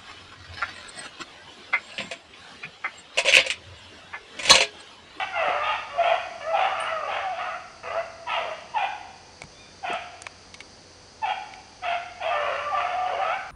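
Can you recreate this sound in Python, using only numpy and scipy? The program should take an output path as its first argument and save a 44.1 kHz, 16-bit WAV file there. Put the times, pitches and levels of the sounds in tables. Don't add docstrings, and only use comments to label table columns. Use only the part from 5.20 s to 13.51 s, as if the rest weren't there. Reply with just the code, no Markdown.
import sys
import numpy as np
from scipy import signal
from scipy.fft import rfft, irfft, next_fast_len
from scipy.io import wavfile
from scipy.ndimage import uniform_filter1d, map_coordinates

SR = 44100
rng = np.random.default_rng(int(sys.argv[2]) if len(sys.argv) > 2 else 0)


def store_wav(level_fs):
    pcm = np.round(np.clip(np.atleast_2d(level_fs), -1, 1) * 32767)
    wavfile.write(sys.argv[1], SR, pcm.T.astype(np.int16))


N = 366457

# [dB, relative]
YELP_THROAT = [(300, -43), (520, -13.5), (720, 5), (1030, -6), (1310, -1.5), (1600, -6.5), (2150, -2.5),
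               (2620, 0), (2950, -7.5), (3350, -5), (3750, -21.5), (7000, -40)]
# start_s [s], length_s [s], opening_hz [Hz], held_hz [Hz], closing_hz [Hz], whistle_db [dB],
# crack_s [s after start], tone_db [dB, after the crack], overtone_db [dB, before closing], rough [0-1]
YELPS = [ (-.064, .128, 801.4, 789.4, 783.6, -30, 0.023, -27.5, -27, 0.8),
         (.151, 0.25, 820, 731, 710.6, -25.5, .031, -26.5, -40.5, 0.56),
         (.411, .18, 891.6, 850, 933, -36, 0.0283, -29.5, -28, 0.67),
         (0.773, .222, 704.3, 672, 771, -19, .052, -22, -29, 0.86),
         (1.327, 0.17, 825, 722, 813, -17.5, 0.036, -22.5, -30, 0.78),
         (1.875, .15, 817, 757, 693, -26.5, .036, -29, -33, 0.64),
         (2.018, 0.3, 782.6, 654, 801, -28.5, 0.13, -32, -39.5, 0.44),
         (3.06, 0.17, 960, 958, 966, -29.5, 0.031, -30, -28.5, 0.58),
         (3.536, 0.15, 958, 766.7, 794.4, -22, .044, -23, -30.5, 0.46),
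         (4.627, .16, 853.5, 688, 780, -24.5, .028, -29, -31.5, 0.86),
         (6.016, 0.13, 905, 781.7, 812, -22.5, .041, -22, -30, .55),
         (6.618, 0.17, 781, 700, 760, -28, 0.01816, -25.5, -30.5, 0.47),
         (6.998, 0.19, 879.4, 637.6, 940, -28, .022, -25.5, -32.5, 0.58),
         (7.51, 0.48, 838, 719, 735.5, -24, .042, -28.5, -39.5, 0.46),
         (7.98, .18, 809.6, 719, 894, -25, .06, -28.5, -36.5, 0.41)]
WHISTLE_ATTACK_S, RELEASE_PER_LENGTH, GLIDE_PER_CRACK = 0.025, .27, .9
CRACK_S, RECOVER_S = 0.0045, 0.026
CHOKE_DB, WHISTLE_ROUGH, CRACK_ROUGH = 10, 0.22, .4
WHISTLE_SHUT_DB, MOUTH_S, YELP_CLOSE_DB_PER_S = 9, 0.051, 28


def yelps():
    out = np.zeros(N)
    for (start_s, length_s, opening_hz, held_hz, closing_hz,
         whistle_db, crack_s, tone_db, overtone_db, rough) in YELPS:
        t, gate = cry(length_s, WHISTLE_ATTACK_S, RELEASE_PER_LENGTH * length_s)
        since = np.maximum(t - crack_s, 0)
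        cracked = .5 + .5 * np.tanh((t - crack_s) / CRACK_S)
        strain = cracked * np.exp(-since / RECOVER_S)
        hz = pitch(t, opening_hz, held_hz, closing_hz, GLIDE_PER_CRACK * crack_s)
        level_db = whistle_db + (tone_db - whistle_db) * cracked - CHOKE_DB * strain
        shut = .5 - .5 * np.tanh((t - crack_s) / MOUTH_S)
        mouth_db = overtone_db - WHISTLE_SHUT_DB * shut - YELP_CLOSE_DB_PER_S * since
        harsh = WHISTLE_ROUGH + (rough - WHISTLE_ROUGH) * cracked + CRACK_ROUGH * strain
        sound = voice(hz, harsh, mouth_db - level_db, YELP_THROAT,
                      jitter=0.0889, growl=0.55, rasp=2.2, tilt=1.2)
        add(out, start_s, gate * undb(level_db) * sound)
    return out


# [dB, relative]
BAWL_THROAT = [(290, -23), (410, 2.5), (680, 17.5), (950, 4), (1160, 3), (1550, -8), (2050, -5.5),
               (2450, -10.5), (2790, -5), (3060, -19.5), (7000, -45.5)]
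# [dB, from the break on]
BAWLS = [ (.125, 0.43, 701.3, 611.3, 628, 0.097, -27.5, 0.19, 1.01, -29, -31),
         (0.692, 0.33, 554, 615, 611, 0.064, -34.5, .2, .9, -40.5, -35.5),
         (1.196, .372, 546.2, 674.6, 635, 0.082, -28, 0.26, 1.02, -39, -31.5),
         (1.52, 0.23, 717, 655, 633, .035, -37, 0.095, 0.7, -35, -31.5),
         (1.69, 0.39, 658.6, 621, 544.6, 0.033, -31, 0.22, 1, -34.5, -36.5),
         (2.179, .21, 628, 637.7, 716, .027, -40, 0.06, 0.33, -32.5, -36),
         (2.625, 0.21, 491.2, 735.3, 615, 0.17, -23.5, 0.081, 1.1, -40, -34.5),
         (3.14, 0.22, 701, 668, 654, 0.03, -30, 0.12, 1.01, -43, -41.5),
         (7.101, .45, 594.7, 598.4, 561.5, 0.063, -27, 0.22, .6, -29.5, -33.5),
         (7.537, 0.27, 586, 590.7, 597, 0.023, -36.5, 0.12, 0.38, -26, -37),
         (7.773, 0.27, 586.6, 595, 589.2, .17, -29, .165, 0.99, -34.5, -38.5),
         (8.005, 0.19, 594.4, 705, 855, 0.049, -32, .025, .35, -26.5, -31.5)]
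BAWL_ATTACK_S, BAWL_RELEASE_S, BAWL_GLIDE_S = 0.017, 0.046, .085
SWELL_DB, FADE_DB_PER_S = 21, 33
BREAK_S, BREAK_SAG, BAWL_CLEAN_ROUGH = .068, .1, .13


def bawls():
    out = np.zeros(N)
    for (start_s, length_s, opening_hz, held_hz, closing_hz, swell_s, tone_db,
         break_s, rough, opening_overtone_db, full_overtone_db) in BAWLS:
        t, gate = cry(length_s, BAWL_ATTACK_S, BAWL_RELEASE_S)
        strain = np.exp(-((t - break_s) / BREAK_S) ** 2)
        sag = 1 - BREAK_SAG * rough * strain
        hz = pitch(t, opening_hz, held_hz, closing_hz, BAWL_GLIDE_S) * sag
        rise_db = SWELL_DB * np.maximum(1 - t / swell_s, 0)
        fade_db = FADE_DB_PER_S * np.maximum(t - swell_s, 0)
        level_db = tone_db - rise_db - fade_db
        opened = np.minimum(t / break_s, 1) ** 2
        mouth_db = opening_overtone_db + (full_overtone_db - opening_overtone_db) * opened
        harsh = BAWL_CLEAN_ROUGH + rough * strain
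        sound = voice(hz, harsh, mouth_db - level_db, BAWL_THROAT,
                      jitter=0.0642, growl=1.0, rasp=1.95, tilt=1.53)
        add(out, start_s, gate * undb(level_db) * sound)
    return out


def voice(hz, rough, open_db, throat, jitter, growl, rasp, tilt, stumble=0.0352, shimmer_db=1.02):
    size, rough = len(hz), np.clip(rough, 0, 1)
    unrest = stumble * wander(size, 130.9) + jitter * wander(size, 420)
    waver = 0.01583 * wander(size, 39.88) + rough * unrest
    phase = 2 * np.pi * np.cumsum(hz * (1 + waver)) / SR
    folds = sum(np.sin(k * phase) / k ** tilt for k in range(1, 8))
    lope = np.sin(phase / 3 + wander(size, 90))
    flap = np.sin(2 * np.pi * np.cumsum(115 + 45 * wander(size, 34.95)) / SR)
    air = rng.standard_normal(size) * (1 + np.cos(phase))
    source = folds * (1 + rough * lope) + rasp * rough * air
    source = source * (1 + growl * np.sqrt(rough) * flap)
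    jaw = 1 + 0.021 * np.clip(rng.standard_normal(), -2, 2)
    sound = colour(source, [(f * jaw, db) for f, db in throat])
    chest = signal.sosfiltfilt(signal.butter(5, 1060, fs=SR, output="sos"), sound)
    overtones = steady(running(sound - chest))
    shimmer = undb(shimmer_db * np.sqrt(rough) * wander(size, 40.6))
    return (steady(chest) + undb(open_db) * overtones) * shimmer


def cry(length_s, attack_s, release_s):
    t = np.arange(int(length_s * SR)) / SR
    return t, np.clip(t / attack_s, 0, 1) * np.clip((length_s - t) / release_s, 0, 1)


LATE_BEND = 3


def pitch(t, opening_hz, held_hz, closing_hz, glide_s):
    onset_hz = (opening_hz - held_hz) * np.exp(-(t / glide_s) ** 2)
    end_hz = (closing_hz - held_hz) * (t / t[-1]) ** LATE_BEND
    return held_hz + onset_hz + end_hz


def running(x, lag_s=0.002178, slide_s=.0003, share=0.95):
    at = np.arange(len(x)) - SR * (lag_s + slide_s * wander(len(x), 11.86))
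    return x + share * map_coordinates(x, [at], order=1)


def whine(start_s=4.33, length_s=0.15, base_hz=1095, level_db=-53.5):
    out = np.zeros(N)
    arch = np.sin(np.linspace(0, np.pi, int(length_s * SR)))
    hz = base_hz * (1 + 0.11 * arch + 0.0095 * wander(len(arch), 70))
    phase = 2 * np.pi * np.cumsum(hz) / SR
    add(out, start_s, undb(level_db) * arch * (np.sin(2 * phase) + np.sin(3 * phase)))
    return out


def woods(x, brush_db=-8, brush_t60_s=0.46, trees_db=-11.5, trees_t60_s=1.2):
    t = np.arange(2 * SR) / SR
    brush, trees = rng.standard_normal((2, len(t)))
    brush = unit(brush * undb(-60 * t / brush_t60_s))
    trees = unit(trees * undb(-60 * t / trees_t60_s) * np.clip(t / 0.051, 0, 1))
    echo = (undb(brush_db) * brush + undb(trees_db) * trees) / np.sqrt(len(t))
    echo = colour(echo, [(750, 0), (1500, 6.0), (4000, 5.5)])
    return x + signal.fftconvolve(x, echo)[:N]


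# [dB re 0.5, unfiltered burst in the mix]
SNAPS = [(4.219, -16.5, 740, 0.013, -2), (4.237, -25.5, 1116, 0.0089, -3), (4.731, -28, 7780, 0.025, 3),
         (5.02, -16, 7900, 0.014, 16), (5.067, -18.5, 1160, 0.018, -24), (5.342, -23.5, 3200, 0.038, 0),
         (5.405, -25.5, 2400, 0.032, -3), (6.337, -30, 2380, .02, -8)]


def snaps():
    out = np.zeros(N)
    for start_s, peak_db, ring_hz, t60_s, splinter_db in SNAPS:
        crack = burst(t60_s)
        crack[0] += 4
        snap = 4.7 * ring(crack, 2230, 120) + 0.44 * ring(crack, 3700, 170)
        snap += 2 * ring(ring(crack, ring_hz, ring_hz), ring_hz, ring_hz)
        snap += 0.84 * ring(crack, 1200, 810) + .5 * undb(splinter_db) * crack
        add(out, start_s, undb(peak_db) * snap / np.abs(snap).max())
    return out


# start_s [s], peak_db [dB], ring_hz [Hz]
BUMPS = [(0.279, -34.5, 215), (4.238, -36, 128.7), (4.698, -25, 362), (4.727, -38, 192)]


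def bumps(t60_s=0.064):
    out = np.zeros(N)
    for start_s, peak_db, ring_hz in BUMPS:
        thud = ring(ring(burst(t60_s), ring_hz, ring_hz), ring_hz, ring_hz)
        add(out, start_s, undb(peak_db) * thud / np.abs(thud).max())
    return out


def chip(start_s=1.6, rms_db=-53, ring_hz=8900, width_hz=600, t60_s=0.21):
    out = np.zeros(N)
    note = ring(ring(burst(t60_s), ring_hz, width_hz), ring_hz, width_hz)
    add(out, start_s, undb(rms_db) * unit(note))
    return out


# [dB per Hz, relative]
AIR = [(25, -16.5), (45, -5.5), (300, -7), (700, -8), (1200, -12.5), (3800, -18.5), (4700, -7.5),
       (5400, -16.5), (6100, -12), (7000, -24), (10000, -27.5)]
AIR_RMS_DB = -49.5
# pitch_hz [Hz], rms_db [dB]
HUM = [(44, -72), (89, -62), (501, -65)]


def outdoors():
    hiss = unit(colour(rng.standard_normal(N), AIR))
    air = hiss * undb(AIR_RMS_DB + .5 * wander(N, 2.66))
    for pitch_hz, rms_db in HUM:
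        phase = 2 * np.pi * np.cumsum(pitch_hz + 2 * wander(N, 26)) / SR
        air = air + np.sqrt(2) * undb(rms_db + 2 * wander(N, 2.56)) * np.sin(phase)
    return air


def burst(t60_s):
    t = np.arange(SR // 4) / SR
    return rng.standard_normal(len(t)) * undb(-60 * t / t60_s)


def ring(x, hz, width_hz):
    return signal.lfilter(*signal.iirpeak(hz, hz / width_hz, SR), x)


def colour(x, points):
    size = next_fast_len(len(x) + 1024)
    hz, db = np.transpose(points)
    f = np.maximum(np.fft.rfftfreq(size, 1 / SR), 1)
    gain = undb(np.interp(np.log(f), np.log(hz), db))
    return irfft(rfft(x, size) * gain, size)[:len(x)]


def steady(x):
    power = np.abs(uniform_filter1d(x ** 2, int(.03 * SR)))
    return x / np.sqrt(power + 1e-12)


def wander(size, hz):
    at = np.arange(size) * hz / SR
    return map_coordinates(rng.standard_normal(4096), [at], order=2, mode="wrap")


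def undb(db):
    return 10 ** (np.asarray(db) / 20)


def unit(x):
    return x / np.sqrt(np.mean(x ** 2) + 1e-18)


def add(out, start_s, x):
    i = int(round(start_s * SR))
    x, i = x[max(-i, 0):], max(i, 0)
    out[i:i + len(x)] += x[:len(out) - i]


def scene():
    hounds = woods(yelps() + bawls() + whine())
    near = snaps() + bumps() + chip()
    return (hounds + near + outdoors())[None]


def record(dry, top_hz=9900):
    return signal.sosfilt(signal.ellip(10, .2, 80, top_hz, fs=SR, output="sos"), dry)


dry = scene()
out = record(dry)
store_wav(out)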